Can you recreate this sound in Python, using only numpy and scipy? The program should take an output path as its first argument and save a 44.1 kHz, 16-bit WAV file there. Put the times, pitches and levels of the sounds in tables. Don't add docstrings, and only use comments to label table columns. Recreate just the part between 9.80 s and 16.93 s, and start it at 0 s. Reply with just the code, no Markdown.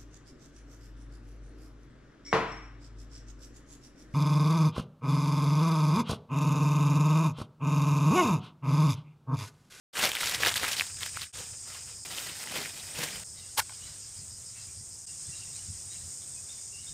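import sys
import numpy as np
from scipy import signal
from scipy.fft import rfft, irfft, next_fast_len
from scipy.io import wavfile
from scipy.ndimage import uniform_filter1d

SR = 44100
rng = np.random.default_rng(int(sys.argv[2]) if len(sys.argv) > 2 else 0)


def output_pcm(signal):
    pcm = np.clip(np.atleast_2d(signal).T, -1, 1) * 32767
    wavfile.write(sys.argv[1], SR, np.round(pcm).astype(np.int16))


N = 314552

# start_s, fade_in_s, fade_out_s
SECTIONS = [(.128, 0.039, 0.11), (1.525, 0.02, 0.0045), (2.248, 0.0023, 0.0042), (3.44, 0.0046, 0.011),
            (5.262, 0.0081, .002)]


def gain_of(db):
    return 10 ** (np.asarray(db) / 20)


def unit_rms(x):
    return x / np.sqrt(np.mean(x ** 2) + 1e-20)


def level_at(spectrum, hz):
    freq_hz, level_db = np.transpose(spectrum)
    return np.interp(np.log(hz + 1), np.log(freq_hz + 1), level_db)


def add(mix, start_s, sound):
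    part = mix[round(start_s * SR):][:len(sound)]
    part += sound[:len(part)]


def coloured(x, spectrum):
    size = next_fast_len(len(x))
    gains = gain_of(level_at(spectrum, np.fft.rfftfreq(size, 1 / SR)))
    return unit_rms(irfft(rfft(x, size) * gains, size)[:len(x)])


def ring(x, hz, width_hz):
    radius = np.exp(-np.pi * width_hz / SR)
    return 2 * signal.lfilter([1 - radius], [1, -radius * np.exp(2j * np.pi * hz / SR)], x).real


def clicks(size, per_s, spread_db):
    height = gain_of(spread_db * np.minimum(rng.exponential(1, size), 3)) * rng.choice([-1, 1], size)
    return unit_rms(height * (rng.random(size) < per_s / SR))


def wander(size, seconds):
    span = max(int(seconds * SR), 2)
    return unit_rms(uniform_filter1d(uniform_filter1d(rng.standard_normal(size), span), span))


def powers(t, events):
    crest_s, level_db, rise_s, fall_s = np.transpose(events)[:4, :, None]
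    drop_db = 20 * np.maximum((crest_s - t) / rise_s, (t - crest_s) / fall_s)
    return gain_of(2 * (level_db - drop_db)) + 1e-14


def swells_db(t, events):
    return 10 * np.log10(powers(t, events).sum(axis=0))


def section_times(index):
    return np.arange(SECTIONS[index][0], SECTIONS[index + 1][0], 1 / SR)


def hollow_body(x, hz, width_hz):
    return unit_rms(ring(ring(ring(x, hz, width_hz), hz, 3 * width_hz), hz, 2.6 * width_hz))


def cicadas():
    # time_s, chorus_db, lower_singer_db, throb_depth (capped below)
    song = [(.13, -45, -51, .2), (1.27, -42.5, -49, 0.1), (1.5, -43, -54.5, 0), (2.25, -45.5, -51, 0.04),
            (3.4, -44.5, -51, 0.45), (3.55, -45.5, -56, 0.05), (4.2, -45, -54, .7),
            (5.25, -45.5, -55.5, .7), (5.3, -42, -54, .2), (7.13, -43.5, -57.5, 0)]
    # pitch_hz, width_hz, level_db
    bodies = [(5370, 560, -13), (5730, 960, -7), (7060, 1250, 1), (8320, 700, 1.5), (9160, 500, -5.5)]
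    throbs_per_s, throb_crest_s = 6.76, 4.54
    t = np.arange(N) / SR
    time_s, *columns = np.transpose(song)
    chorus_db, lower_db, depth = (np.interp(t, time_s, column) for column in columns)
    chorus = sum(gain_of(db + .83 * wander(N, .037)) * hollow_body(clicks(N, 5000, 2.7), hz, width_hz)
                 for hz, width_hz, db in bodies)
    pulse = np.cos(np.pi * throbs_per_s * (t - throb_crest_s)) ** 4
    throb = 1 + np.clip(depth, 0, .6) * (2 * pulse - 1)
    lower_singer = hollow_body(clicks(N, 4000, 3.2), hz=5050, width_hz=480)
    return gain_of(chorus_db) * unit_rms(chorus) + gain_of(lower_db) * throb * lower_singer


def wind():
    # freq_hz, level_db
    rumble = [(12, -68), (20, -19), (64, -5.5), (91, 3.5), (206, -13.5), (323, -30), (400, -27.5),
              (520, -78), (880, -120)]
    # crest_s, level_db
    gusts = [(.19, -61), (.45, -49), (.56, -43), (.68, -43.5), (1.22, -57), (1.57, -50), (1.71, -55),
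             (1.87, -54), (2.8, -65), (3.09, -54), (3.38, -54), (3.8, -53), (4.05, -50), (4.4, -52),
             (5.02, -50), (5.49, -49), (5.63, -51), (5.9, -47), (6.23, -53)]
    steady_db, lull_db, rise_s, fall_s = -57.5, 1.2, .065, .12
    gust_db = swells_db(np.arange(N) / SR, [(crest_s, db, rise_s, fall_s) for crest_s, db in gusts])
    strength = np.hypot(gain_of(steady_db + lull_db * wander(N, .11)), gain_of(gust_db))
    lumps = gain_of(2.2 * wander(N, .028))
    return strength * lumps * coloured(rng.standard_normal(N), rumble)


def open_air():
    # freq_hz, level_db
    wash = [(60, -10), (200, -2.5), (325, 0), (1200, -6.5), (2100, -9), (4200, -10.5), (10000, -17),
            (11000, -30), (13000, -4.5), (15500, -23)]
    # time_s, level_db
    breeze = [(3.46, -62.5), (4.0, -61.5), (5.2, -62.5), (5.4, -62), (6.4, -60), (7.13, -62.5)]
    level_db = np.interp(np.arange(N) / SR, *np.transpose(breeze)) + .92 * wander(N, .038)
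    return gain_of(level_db) * coloured(rng.standard_normal(N), wash)


def flurries(size, per_s, decay_s):
    kicks = abs(clicks(size, per_s, spread_db=2.4))
    return unit_rms(signal.lfilter([1], [1, -np.exp(-1 / (decay_s * SR))], kicks))


def rustle(t, gestures, colour, per_s, spread_db, crack, steadiness, rub):
    pivot_hz = 2000
    effort_db = swells_db(t, gestures)
    treble_tilt, bass_tilt = np.transpose(gestures)[4:] @ powers(t, gestures) / gain_of(2 * effort_db)
    cracks = clicks(len(t), per_s, spread_db)
    out, mid_power = np.zeros(len(t)), 0
    for hz in np.geomspace(150, 15000, num=24):
        folds = clicks(len(t), .3 * per_s * np.sqrt(hz / pivot_hz), spread_db)
        band = ring(crack * cracks + folds + rub * rng.standard_normal(len(t)), hz, .16 * hz)
        level = gain_of(level_at(colour, hz))
        mid_power += level ** 2 * hz * (500 < hz < 4200)
        octaves = np.log2(hz / pivot_hz)
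        tilt_db = np.where(octaves > 0, treble_tilt * octaves, -bass_tilt * octaves)
        flicker_db = 3 * wander(len(t), .015)
        out += level * unit_rms(band) * np.sqrt(hz) * gain_of(flicker_db + tilt_db)
    bursts = unit_rms(steadiness + flurries(len(t), per_s=150, decay_s=.003))
    return out / np.sqrt(mid_power) * gain_of(effort_db) * bursts


def paper():
    # freq_hz, level_db
    colour = [(88, -40), (150, -6), (326, -10.5), (500, 2.5), (607, -2), (1240, 3.5), (1730, 6),
              (3220, 6.5), (11400, -9), (15500, -46)]
    # crest_s, effort_db, rise_s, fall_s, treble_db_per_octave, bass_db_per_octave
    squeezes = [(.17, -48, 0.091, 0.24, -8, 1), (.248, -28.5, 0.16, 0.1, 0.7, 2),
                (.36, -37.5, 0.13, 0.14, -0.5, -2), (.435, -31.5, 0.06, 0.08, 2, -1.5),
                (.49, -36, 0.07, 0.11, 2, -0.5), (0.547, -35, 0.1, 0.042, 1.5, 0),
                (0.639, -29, .06, 0.057, -2, 2.5), (0.679, -28, 0.087, 0.077, 0, 1),
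                (0.766, -36, 0.044, 0.063, 3.5, -7), (.835, -31, 0.076, 0.09, -2, 2),
                (.885, -36.5, .06, .09, 1, -1), (.93, -36, .06, .08, 2, -2), (1.0, -36, .09, .06, 1, -4),
                (1.04, -47, .05, .2, 2, -4), (1.232, -37, .05, .04, -1.5, -6.5),
                (1.262, -43, .04, .04, 3, -6), (1.335, -49, .04, .06, 2, -3),
                (1.372, -43, .04, .04, -1, -1.5), (1.425, -39.5, 0.068, .07, 0.1, -10),
                (1.61, -48.5, 0.25, .16, 2.5, 3), (1.738, -50, 0.016, 0.02, -5, 1),
                (1.88, -51.5, .035, .14, 1.5, 2), (1.952, -47.5, 0.12, 0.12, 1.5, 1),
                (2.085, -54, 0.053, 0.14, 2, 2.5)]
    out = np.zeros(N)
    t = section_times(0)
    crush = rustle(t, squeezes, colour, per_s=2500, spread_db=3.5, crack=.45, steadiness=1.8, rub=.4)
    add(out, t[0], crush)
    t = section_times(1)
    nudge = rustle(t, squeezes, colour, per_s=3000, spread_db=2.5, crack=.3, steadiness=4, rub=1)
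    add(out, t[0], nudge)
    return out


def snap(splinter_s, hz, treble_db):
    t = np.arange(400) / SR
    burst = rng.standard_normal(len(t)) * np.exp(-2 * t / splinter_s)
    burst[:2] += [4, 2]
    fold = unit_rms(ring(ring(burst, hz, .3 * hz), hz, hz))
    tick = unit_rms(ring(burst, hz=10500, width_hz=7000))
    sound = fold + gain_of(treble_db) * tick
    return sound / abs(sound).max()


def snaps():
    # start_s, peak_db, pitch_hz, treble_db
    breaks = [(0.2238, -15, 4350, -7), (0.2545, -8, 4520, -5), (0.2926, -19, 6330, -4),
              (0.3176, -13, 3400, -6), (0.3528, -14, 3230, -4), (0.3689, -19, 2200, -13),
              (0.411, -19, 2110, -14), (0.4324, -16, 1340, -7), (0.4602, -18, 4180, -7),
              (0.4962, -16, 7150, -2), (0.5136, -15, 3920, -3), (0.5471, -15, 3450, -11),
              (0.6342, -9, 1850, -17), (0.6632, -14, 1510, -9), (0.6927, -12, 3230, -8),
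              (0.7414, -12, 3190, -4), (0.7576, -20, 1810, -9), (0.7702, -11, 3360, -4),
              (0.833, -14, 2020, -7), (0.8432, -16, 1550, -9), (0.8496, -17, 2330, -12),
              (0.8815, -19, 3100, -7), (0.9243, -19, 7020, -4), (0.9973, -10, 3190, -16),
              (1.0098, -11, 2500, -16), (1.0201, -17, 1890, -3), (1.2085, -23, 3490, -4),
              (1.2325, -16, 3230, -15), (1.2613, -23, 5080, -3), (1.3718, -22, 1340, -15),
              (1.4179, -21, 4220, -10), (2.3491, -29, 3230, -8), (2.3846, -22, 2930, -13),
              (2.6734, -27, 2020, -11), (2.766, -24, 3200, -7), (2.817, -23, 3920, -7),
              (2.8587, -24, 1940, -7), (3.157, -28, 2500, -8), (3.2875, -22, 2370, -3)]
    paper_splinter_s, wood_splinter_s, twigs_start_s = .0008, .0016, SECTIONS[2][0]
    out = np.zeros(N)
    for start_s, peak_db, pitch_hz, treble_db in breaks:
        splinter_s = paper_splinter_s if start_s < twigs_start_s else wood_splinter_s
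        add(out, start_s, gain_of(peak_db) * snap(splinter_s, pitch_hz, treble_db))
    return out


def twigs():
    # freq_hz, level_db
    colour = [(88, -35), (150, 2), (189, -3.5), (225, -6), (796, -4.5), (1020, -9), (1910, -2.5),
              (3280, -3), (8830, -9), (15500, -20.5)]
    # crest_s, effort_db, rise_s, fall_s, treble_db_per_octave, bass_db_per_octave
    pushes = [(2.26, -48, .05, .1, .5, .5), (2.315, -45, .04, .1, .5, .5),
              (2.39, -42.5, .15, 0.26, .5, -1.2), (2.49, -45, 0.17, 0.13, .5, -1.4),
              (2.63, -45, 0.19, 0.055, 1, -1.3), (2.766, -38.5, 0.16, 0.098, -1.1, 1),
              (2.81, -39, 0.13, .07, -1.6, 1), (2.86, -44, 0.056, 0.11, .5, -1.1),
              (3.0, -50, 0.38, 0.12, 1, 0.11), (3.09, -49.5, 0.11, 0.15, 1, 0.28),
              (3.191, -39.5, 0.055, 0.099, -0.6, .5), (3.235, -36.5, 0.12, 0.14, -0.58, 0.13),
              (3.36, -48.5, 0.17, 0.22, .5, 0.41)]
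    out, t = np.zeros(N), section_times(2)
    add(out, t[0], rustle(t, pushes, colour, per_s=2000, spread_db=3.5, crack=.3, steadiness=4, rub=.7))
    return out


def rasp():
    # crest_s, level_db, rise_s, fall_s
    bursts = [(3.6, -58.5, 0.15, 0.35), (4.08, -51, 0.5, 0.26), (4.27, -59.5, 0.22, 0.97),
              (4.63, -62.5, .06, .05), (4.78, -54, 0.18, .3), (5.29, -62, 0.054, 0.46),
              (5.55, -54.5, 0.39, .5), (5.76, -57, .1, 0.93), (6.12, -56, .04, 0.36),
              (6.42, -61, .05, 0.58), (6.7, -57, 0.073, 0.27), (7.07, -58, 0.22, .4)]
    # freq_hz, level_db
    colour = [(700, -35), (1200, -2), (2200, 4), (3300, 4), (4000, 8), (9000, 4), (14000, -30)]
    fizz = rng.standard_normal(N)
    voices = sum(gain_of(level_at(colour, hz) + 5 * wander(N, .025)) * ring(fizz, hz, width_hz=160)
                 for hz in np.linspace(1200, 4500, num=14))
    texture = unit_rms(unit_rms(voices) + .19 * coloured(fizz, colour))
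    return gain_of(swells_db(np.arange(N) / SR, bursts)) * texture


def birds():
    # start_s, length_s, start_hz, end_hz, level_db
    chirps = [(3.549, .07, 2000, 2055, -62.5), (3.564, .055, 3800, 3780, -54.5),
              (3.59, 0.098, 2830, 2760, -61), (4.012, 0.049, 2880, 3010, -56),
              (4.024, 0.06, 3980, 4050, -55), (4.747, 0.059, 2610, 2780, -56.5),
              (4.867, .039, 2380, 2380, -60), (5.269, .045, 2790, 2720, -58.5),
              (5.513, 0.054, 2760, 2840, -51.5), (5.545, .05, 3880, 3960, -54.5),
              (5.597, 0.056, 2820, 2700, -55), (5.672, .03, 2600, 2820, -59),
              (5.725, 0.037, 3680, 3870, -56), (5.753, .025, 4080, 4060, -55),
              (5.784, .02, 2830, 2880, -58), (6.099, .045, 3760, 3790, -54.5),
              (6.124, .025, 4030, 4120, -57), (6.15, .035, 2770, 2750, -63), (6.4, 0.056, 3540, 3575, -63),
              (6.544, 0.06, 2550, 2520, -64), (6.689, 0.025, 3600, 3680, -50),
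              (6.768, .045, 3640, 3520, -61), (6.782, 0.0099, 2200, 2200, -59),
              (6.905, .13, 2626, 3010, -56), (7.063, .035, 3590, 3680, -51.5)]
    reverb_s, echo_db = .48, -3
    out = np.zeros(N)
    for start_s, length_s, start_hz, end_hz, level_db in chirps:
        size = int(length_s * SR)
        pitch_hz = np.linspace(start_hz, end_hz, size) + 55 * wander(size, .004)
        whistle = np.sin(2 * np.pi * np.cumsum(pitch_hz) / SR)
        flutter = gain_of(3 * wander(size, .005))
        add(out, start_s, gain_of(level_db) * flutter * whistle * signal.windows.tukey(size, .6))
    t = np.arange(SR // 3) / SR
    trees = rng.standard_normal(len(t)) * gain_of(-60 * t / reverb_s)
    return out + gain_of(echo_db) * signal.oaconvolve(out, trees / np.linalg.norm(trees))[:N]


def match():
    # freq_hz, level_db
    grit = [(180, -48), (300, -38.5), (922, -1), (1490, -27), (1870, -11), (3130, -4.5), (12300, -8),
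            (15500, -15)]
    # pitch_hz, width_hz, level_db
    box_modes = [(595, 110, -9), (894, 90, 8), (1053, 100, 9), (1465, 120, 12), (2140, 200, 4),
                 (2575, 150, -8), (3160, 150, 6)]
    # start_s, level_db
    taps = [(3.893, -39), (3.903, -43), (3.919, -43)]
    touch_s, leave_s = 3.778, 3.8025
    bite_s, lift_s, sputter_s = .007, .004, .026
    out, knocks = np.zeros(N), np.zeros(N)
    t = np.arange(touch_s - 2 * bite_s, leave_s + sputter_s, 1 / SR)
    drag_db = -24 - 20 * np.maximum(0, np.maximum((touch_s - t) / bite_s, (t - leave_s) / lift_s))
    sputter_db = -43.5 - 5 * (t - leave_s) / sputter_s
    drive_db = np.where(t > leave_s, np.maximum(drag_db, sputter_db), drag_db)
    driven_hz = np.interp(np.maximum(t - touch_s, 0) ** 2, [0, (leave_s - touch_s) ** 2], [820, 1650])
    slips = clicks(len(t), per_s=5000, spread_db=3.7) + .59 * rng.standard_normal(len(t))
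    add(out, t[0], gain_of(drive_db - 3) * coloured(slips, grit))
    for start_s, level_db in taps:
        add(knocks, start_s, gain_of(level_db) * rng.standard_normal(300) * np.hanning(300))
    for pitch_hz, width_hz, level_db in box_modes:
        coupling_db = 7.5 - 19 * abs(np.log2(pitch_hz / driven_hz))
        blows = knocks.copy()
        add(blows, t[0], gain_of(drive_db + coupling_db) * slips)
        out += gain_of(level_db) * ring(blows, pitch_hz, width_hz)
    return out


def scene():
    mono = paper() + twigs() + snaps() + match() + rasp() + cicadas() + birds() + wind() + open_air()
    return np.array([mono, mono])


def record(dry):
    cutoff_hz = 15620
    t = np.arange(N) / SR
    start_s, fade_in_s, fade_out_s = np.transpose(SECTIONS)[..., None]
    end_s = np.append(start_s[1:], [[N / SR + 1]], axis=0)
    fades = np.clip(np.minimum((t - start_s) / fade_in_s, (end_s - t) / fade_out_s), 0, 1).sum(axis=0)
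    low_pass = signal.firwin(511, cutoff_hz, window=("kaiser", 10), fs=SR)
    return signal.oaconvolve(dry * fades, low_pass[None], "same")


dry = scene()
out = record(dry)
output_pcm(out)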